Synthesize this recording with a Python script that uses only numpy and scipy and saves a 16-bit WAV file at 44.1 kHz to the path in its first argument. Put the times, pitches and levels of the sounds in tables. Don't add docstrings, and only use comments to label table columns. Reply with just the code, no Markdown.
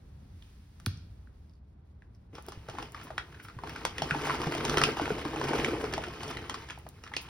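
import sys
import numpy as np
from scipy import signal
from scipy.fft import rfft, irfft, next_fast_len
from scipy.io import wavfile
from scipy.ndimage import uniform_filter1d

SR = 44100
rng = np.random.default_rng(int(sys.argv[2]) if len(sys.argv) > 2 else 0)


def wav_out(sig):
    wavfile.write(sys.argv[1], SR, np.round(np.clip(np.atleast_2d(sig).T, -1, 1) * 32767).astype(np.int16))


N = 321489
T = np.arange(N) / SR
KITCHEN = np.clip((T - 2.325) / 0.024, 0, 1)
HEAP_DB = -38.5

# (time [s], pellet rattle level [dB], stand drumming level [dB])
STIRRING = [(2.33, -56, -46), (2.44, -65, -70), (2.49, -56, -52.5), (2.62, -63, -64), (2.81, -49.5, -45),
            (2.92, -63, -62.5), (2.96, -53, -61.5), (3.05, -55.5, -53), (3.13, -60.5, -57),
            (3.3, -59.5, -60.5), (3.565, -66, -62.5), (3.66, -51.5, -47), (3.83, -47, -51),
            (3.93, -54, -55), (4.0, -47.5, -44.5), (4.19, -41, -43), (4.29, -36.5, -38.5),
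            (4.37, -41, -40.5), (4.62, -41.5, -37), (4.79, -35, -32), (4.95, -39.5, -41),
            (5.3, -46.5, -41.5), (5.56, -36, -31.5), (5.9, -46.5, -40), (6.15, -49.5, -51),
            (6.25, -42, -45), (6.48, -51, -49), (6.56, -49, -50), (6.67, -54, -61), (6.92, -69.5, -61),
            (7.29, -51, -61)]
# (frequency [Hz], bandwidth [Hz], gain [dB])
BOWL_MODES = [(880, 210, -15.5), (1210, 100, -18.5), (1350, 68, -21), (3000, 90, -5.5), (3170, 450, -3),
              (5180, 1230, -5.5)]


def pellet_bites():
    # (time [s], level [dB], pitch [Hz], treble gain [dB])
    bites = [(2.35, -34, 1205, 6), (2.381, -29.5, 790, -7), (2.483, -33.5, 870, 10),
             (2.519, -32.5, 1195, 6.5), (2.685, -27.5, 804, -2), (2.696, -33.5, 850, 12),
             (2.749, -32.5, 810, -4), (2.784, -23.5, 1178, -4), (2.824, -29.5, 840, 7.5),
             (2.884, -40, 760, -5), (2.945, -27.5, 1280, -3), (2.961, -34.5, 2100, -4),
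             (2.997, -38, 2020, -18), (3.012, -30, 1510, -2.5), (3.067, -34, 1100, -3),
             (3.103, -28.5, 737, -26), (3.179, -15.5, 1620, -27), (3.322, -35, 1780, -15),
             (3.343, -32.5, 1690, -17), (3.369, -40, 1560, -16), (3.397, -32.5, 1640, -20),
             (3.447, -32, 1540, 1), (3.483, -32.5, 1460, 3.5), (3.496, -33, 1420, -20),
             (3.586, -29.5, 1140, -38), (3.635, -24.5, 880, -11), (3.671, -29, 1260, 1),
             (3.693, -28.5, 1850, 2), (3.759, -27, 1480, 1.5), (3.85, -18.5, 1036, 9),
             (3.981, -19, 1960, -2.5), (4.019, -21.5, 785, 9), (4.088, -30, 1520, -10),
             (4.108, -15, 1550, -25), (4.146, -21, 930, -14), (4.27, -20.5, 750, -9),
             (4.296, -16, 1157, -18), (4.304, -18.5, 1160, -20), (4.352, -24, 1600, -4),
             (4.379, -36, 1090, -15), (4.415, -26.5, 1110, 7.5), (4.432, -22, 1150, -25),
             (4.47, -28.5, 860, 8.5), (4.521, -20.5, 1020, -3), (4.549, -23.5, 754, 7), (4.65, -19, 900, 7),
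             (4.695, -22.5, 1360, 10.5), (4.74, -19.5, 930, -15), (4.771, -15, 1330, 3),
             (4.781, -17.5, 1420, 6), (4.815, -12.5, 1300, -2.5), (4.836, -5.5, 2850, -4.5),
             (4.888, -21.5, 1400, -13), (4.925, -33, 1120, -10), (4.968, -25.5, 890, -1),
             (4.996, -20.5, 750, -20), (5.017, -25.5, 1510, 2.5), (5.054, -21.5, 1560, -15),
             (5.077, -23, 850, -19), (5.103, -22.5, 1570, -26), (5.182, -28, 855, -18),
             (5.250, -23.5, 1066, -3), (5.333, -27, 875, -19), (5.359, -25, 910, 0.5),
             (5.413, -20.5, 1040, -3), (5.439, -27, 1120, 8), (5.532, -17, 926, -12),
             (5.645, -14, 2295, -6), (5.748, -28.5, 980, -22), (5.811, -28.5, 870, -1),
             (5.84, -24, 850, -0.5), (5.925, -28.5, 738, 8), (5.936, -20, 1760, 3), (5.978, -19.5, 760, -6),
             (6.037, -21, 1454, -4), (6.081, -32.5, 780, 7), (6.204, -40, 751, 17),
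             (6.231, -31.5, 1070, 14), (6.278, -32.5, 690, 13), (6.309, -30.5, 1070, 10.5),
             (6.369, -22, 2020, -8), (6.495, -20, 1360, 1), (6.541, -24.5, 1226, 5), (6.686, -30, 1800, 3),
             (6.698, -24.5, 1880, -21), (6.704, -29, 1450, 7.5), (6.714, -31, 1950, -16),
             (6.774, -33.5, 834, -22), (6.864, -31.5, 710, -9), (7.036, -31, 1376, 7.5),
             (7.063, -31.5, 1360, -23), (7.074, -30, 1890, -23), (7.116, -32, 990, -20),
             (7.136, -23, 1950, -30), (7.146, -29, 2800, -22), (7.165, -15, 2850, -1)]
    return transients(bites, t60=0.018, rise_s=0.0012, softer_per_db=0.4553,
                      rough=0.91, crumbs_db=-31, wide_db=-8, steel_db=10.5)


def lip_smacks():
    # (time [s], level [dB], pitch [Hz], treble gain [dB])
    smacks = [(0.423, -37, 3220, -8), (0.799, -43.5, 1320, 12.5), (.973, -37, 5550, -12),
              (1.272, -44.5, 1575, -22), (1.495, -47, 5100, -4), (1.535, -50, 4900, -9),
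              (1.552, -51, 4800, -10), (2.021, -41.5, 1670, -16), (2.148, -46.5, 5270, -4)]
    return transients(smacks, t60=0.012, rise_s=0.0002, softer_per_db=0.5,
                      rough=0.33, crumbs_db=-29.5, wide_db=1, steel_db=-25.5)


def transients(events, t60, rise_s, softer_per_db, rough, crumbs_db, wide_db, steel_db):
    out, t = np.zeros(N), np.arange(4000) / SR
    sag = 0.36 * (0.003 * (1 - np.exp(-t / 0.003)) - t / 2)
    for (s, db, hz, treble_db), noise in zip(events, rng.standard_normal((len(events), 3, 4000))):
        rise = rise_s * amp(softer_per_db * (-13 - db))
        envelope = (1 - np.exp(-(t / rise) ** 2)) * amp(-60 * t / t60)
        tone = envelope * np.sin(2 * np.pi * hz * (t + sag))
        flicker_db = 4.24 * unit_rms(uniform_filter1d(noise[2], 120))
        crumbs = amp(crumbs_db - 60 * t / (14 * t60) + flicker_db) * np.minimum(t / 0.0037, 1)
        splinters = resonate(noise[0], [(hz, 0.38 * hz, 0), (1.42 * hz, 0.5 * hz, -5)])
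        splinters = (rough * envelope + crumbs) * unit_rms(highpass(splinters, 0.33 * hz))
        bowl = np.multiply(BOWL_MODES, [[1 + 0.07 * np.tanh(v), 1, 1] for v in noise[2, :len(BOWL_MODES)]])
        snap_envelope = envelope * attack(t, 0.00061) * amp(5 - 60 * 0.62 * t / t60)
        burst = (snap_envelope + crumbs) * noise[1]
        snap = amp(wide_db) * highpass(burst, 1700) + amp(steel_db) * resonate(burst, bowl)
        add(out, s, amp(db) * (tone + splinters + amp(treble_db) * snap))
    return colour(out, [(300, 8), (800, 3), (5500, -6.5), (8000, -7), (16000, -22)])


def jaw_clap():
    # (frequency [Hz], bandwidth [Hz], gain [dB])
    mouth_modes = [(1440, 360, -0.5), (2415, 140, -5), (3310, 300, -4.5), (4430, 420, -6.5),
                   (9500, 4700, -8.5)]
    clap_s, bounce_hz = 0.8611, 94.6
    click, bounce, t = np.zeros(N), np.zeros(N), np.arange(14000) / SR
    sweep = np.sin(2 * np.pi * np.cumsum(350 + 6500 * np.exp(-t / 0.002)) / SR)
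    add(click, clap_s, amp(-17 - 60 * t / 0.016) * attack(t, 0.00025) * sweep)
    add(click, clap_s, amp(-25.5 - 60 * t / 0.027) * highpass(rng.standard_normal(len(t)), 2000))
    mouth = 0.08 * click + amp(2.6) * resonate(click, mouth_modes)
    swing = np.sin(2 * np.pi * np.cumsum(bounce_hz + 420 * np.exp(-t / 0.0029)) / SR)
    add(bounce, clap_s + 0.0073, amp(-21 - 60 * t / 0.16) * attack(t, 0.0037) * swing)
    return room(bounce, wet_db=-11, size=0.7) + room(mouth, wet_db=-11, size=1.25)


def stand_knocks():
    # (time [s], level [dB], pitch [Hz])
    knocks = [(2.483, -34, 377), (2.574, -33, 87), (2.69, -36, 110), (3.566, -33.5, 108), (4.022, -29, 147),
              (4.118, -26, 158), (4.156, -26.5, 292), (4.402, -25, 358), (4.468, -22, 153),
              (4.774, -17.5, 358), (4.887, -22.5, 435), (5.018, -23, 287), (5.105, -19, 412),
              (5.117, -25.5, 188), (5.256, -25.5, 295), (5.368, -28, 313), (5.509, -21, 326),
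              (5.548, -23, 406), (5.68, -28, 402), (5.721, -24.5, 336), (5.839, -22, 411),
              (5.941, -28, 375), (6.076, -30, 350)]
    out, t = np.zeros(N), np.arange(9000) / SR
    for s, db, hz in knocks:
        t60 = 0.061 * (340 / hz) ** 0.18
        cycles = hz * (t + 0.0007 * (1 - np.exp(-t / 0.013)))
        add(out, s, amp(db - 60 * t / t60) * attack(t, 0.00037) * np.sin(2 * np.pi * cycles))
    return out


def pellet_rattle():
    # (frequency [Hz], gain [dB])
    spectrum = [(300, 6.5), (500, -39), (650, -2.5), (950, 0), (2500, -5.5), (3700, -13.5), (5000, -16.5),
                (7300, -19), (11000, -26), (16000, -25)]
    knocks, t = np.zeros((2, N)), np.arange(500) / SR
    clumps = amp(2.7 * unit_rms(uniform_filter1d(uniform_filter1d(rng.standard_normal(N), 400), 400)))
    for k, hz in enumerate(np.geomspace(550, 14000, num=20)):
        knock = attack(t, 0.00023) * np.exp(-t * hz / 2.55) * np.sin(2 * np.pi * hz * t)
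        impacts = impulses(per_s=170 * (hz / 550) ** 0.6, spread_db=0.86)
        knocks[k % 2] += unit_rms(signal.oaconvolve(impacts, knock)[:N]) * np.sqrt(hz)
    knocks = unit_rms(knocks + 0.84 * knocks[::-1]) * clumps
    body = unit_rms(colour(knocks + resonate(knocks, BOWL_MODES), spectrum))
    treble = highpass(body, 3100)
    level_db = curve(STIRRING, column=1)
    treble_gain = amp(0.0555 * (level_db - HEAP_DB))
    return amp(level_db) * (body - treble + treble * treble_gain) * KITCHEN


def stand_skid():
    # (frequency [Hz], bandwidth [Hz], gain [dB])
    stand_modes = [(149, 15.3, -3), (258.5, 59, -5.5), (305, 8.1, -6.5), (353.6, 63, 0), (418, 29, -5)]
    slips = impulses(per_s=600, spread_db=2) + 0.14 * rng.standard_normal(N)
    drumming = unit_rms(resonate(uniform_filter1d(slips, 25), stand_modes))
    return amp(curve(STIRRING, column=2)) * drumming * KITCHEN


def ticks_and_sniffs():
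    # (time [s], level [dB], T60 [s])
    bursts = [(2.424, -47, 0.011), (2.465, -41, 0.0073), (2.484, -43, 0.047), (2.921, -39, 0.0051),
              (3.031, -44, 0.087), (3.424, -44, 0.13), (3.694, -45, 0.025), (4.693, -51, .012),
              (5.82, -43, 0.013), (6.302, -43, 0.012), (6.787, -46, 0.02), (6.889, -36, 0.0082),
              (7.209, -40.5, 0.097)]
    out, t = np.zeros(N), np.arange(5000) / SR
    for (s, db, t60), noise in zip(bursts, rng.standard_normal((len(bursts), 5000))):
        add(out, s, amp(db - 60 * t / t60) * attack(t, t60 ** 2) * highpass(noise, 4500))
    return out


def room(x, wet_db, size):
    # (frequency [Hz], T60 at size 1 [s])
    decay_times = [(100, 0.92), (500, 0.22), (2000, 0.41), (5000, 0.4), (12000, 0.14)]
    taps = np.zeros((2, SR // 2))
    slots = np.arange(200, SR // 2 - 20, 20)
    delays = slots + rng.integers(0, 20, (2, len(slots)))
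    np.put_along_axis(taps, delays, rng.choice([-1., 1.], delays.shape), 1)
    hz, t, bands = signal.stft(taps, SR, nperseg=256)
    t60 = size * at_hz(decay_times, hz)[:, None]
    tail = signal.istft(bands * amp(-60 * t / t60), SR, nperseg=256)[1]
    tail /= np.linalg.norm(tail[0])
    return x + amp(wet_db) * signal.fftconvolve(x * np.ones((2, 1)), tail, axes=1)[:, :N]


def hush():
    # (frequency [Hz], density [dB])
    bedroom_spectrum = [(15, -45), (25, -17.5), (40, -5.5), (70, 4.5), (150, -8.5), (200, -11.5),
                        (400, -24.5), (600, -31.5), (1400, -35), (3400, -39), (7000, -44), (16000, -52)]
    kitchen_spectrum = [(15, -39), (25, -21), (60, 7), (130, 0), (250, -10), (600, -29.5), (1300, -35.5),
                        (5000, -33), (16000, -42)]
    # (time [s], level [dB], treble gain [dB])
    bedroom_levels = [(0, -48, -5), (.3, -48, -2), (.5, -50, 5), (.68, -52, 2.5), (.85, -48, 1.5),
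                      (1.2, -49, -4.5), (1.5, -51.5, -4), (1.6, -53.5, -13.5), (2.0, -51.5, -10),
                      (2.32, -51, -9.5)]
    crossfeed = np.array([[0.82, 0.034], [0.067, 1.0]])
    bedroom, kitchen = (unit_rms(colour(crossfeed @ rng.standard_normal((2, N)), spectrum))
                        for spectrum in (bedroom_spectrum, kitchen_spectrum))
    air = highpass(bedroom, 860) * amp(1.6 * unit_rms(uniform_filter1d(rng.standard_normal(N), 1500)))
    bedroom = bedroom - air + air * amp(curve(bedroom_levels, column=2))
    bedroom *= amp(curve(bedroom_levels, column=1))
    kitchen *= amp(-45.5 + 0.23 * (curve(STIRRING, column=2) - HEAP_DB))
    return bedroom * (1 - KITCHEN) + kitchen * KITCHEN


def amp(db):
    return 10 ** (np.asarray(db) / 20)


def attack(t, tau_s):
    return 1 - np.exp(-t / tau_s)


def unit_rms(x):
    return x / np.sqrt(np.mean(x ** 2) + 1e-20)


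def at_hz(points, hz):
    f, value = np.transpose(points)
    return np.interp(np.log(hz + 1), np.log(f + 1), value)


def curve(rows, column):
    rows = np.array(rows)
    return np.interp(T, rows[:, 0], rows[:, column])


def colour(x, points):
    log_gain = np.log(amp(at_hz(points, abs(np.fft.fftfreq(4096, 1 / SR)))))
    taps = np.fft.ifft(np.exp(np.conj(signal.hilbert(log_gain)))).real[:2048]
    return signal.oaconvolve(x, taps.reshape((1,) * (x.ndim - 1) + (-1,)), axes=-1)[..., :N]


def resonate(x, modes):
    poles = [(np.exp((2j * hz - width) * np.pi / SR), db) for hz, width, db in modes]
    return sum(amp(db) * (1 - abs(p)) * 2 * signal.lfilter([1], [1, -p], x).real for p, db in poles)


def highpass(x, hz):
    return signal.sosfilt(signal.butter(2, hz, "high", fs=SR, output="sos"), x)


def add(mix, s, sound):
    part = mix[round(s * SR):][:len(sound)]
    part += sound[:len(part)]


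def impulses(per_s, spread_db):
    size = amp(spread_db * np.minimum(rng.exponential(1, N), 4)) * rng.standard_normal(N)
    return size * (rng.random(N) < per_s / SR)


def scene():
    bedroom = room(lip_smacks(), wet_db=-10.5, size=0.7) + jaw_clap()
    bites = pellet_bites() + ticks_and_sniffs()
    kitchen = room(stand_knocks() + stand_skid(), wet_db=-12.5, size=0.13)
    kitchen += room(bites, wet_db=-7.5, size=0.44)
    kitchen += room(pellet_rattle(), wet_db=-5.5, size=0.82)
    return bedroom + kitchen + hush()


def record(dry):
    # (frequency [Hz], phase lead of the left port [rad])
    port_phase = [(0, 0), (1720, 0.0), (2840, 2.0), (3270, 2.0), (3880, 0.5), (5000, 0.1), (6980, 3.0),
                  (8180, 3.5), (9730, 6.2), (11000, 6.3), (12500, 9.0), (14400, 9.6), (15600, 12.3),
                  (16500, 12.8)]
    # (frequency [Hz], level of left over right [dB])
    port_tilt = [(300, -0.6), (700, 3), (1290, 1), (2380, -2.5), (4400, 0), (8120, -1), (15000, 0.5)]
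    # (frequency [Hz], gain of the part the ports do not share [dB])
    port_difference = [(30, -25), (120, -20), (330, -5), (770, 4.5), (1500, -4), (3000, -2.5), (5000, 1.5),
                       (7000, -10), (16000, -2.5)]
    size = next_fast_len(N + 4096)
    hz = np.fft.rfftfreq(size, 1 / SR)
    left, right = rfft(dry, size)
    right = left + amp(at_hz(port_difference, hz)) * (right - left)
    lag = np.exp(-1j * np.interp(hz, *np.transpose(port_phase)))
    tilt = amp(at_hz(port_tilt, hz) / 2)
    ports = irfft([left * tilt, right * lag / tilt], size)[:, :N]
    lowpass = signal.firwin(511, cutoff=16300, window=("kaiser", 9), fs=SR)
    return signal.oaconvolve(ports, lowpass[None], "same")


dry = scene()
out = record(dry)
wav_out(out)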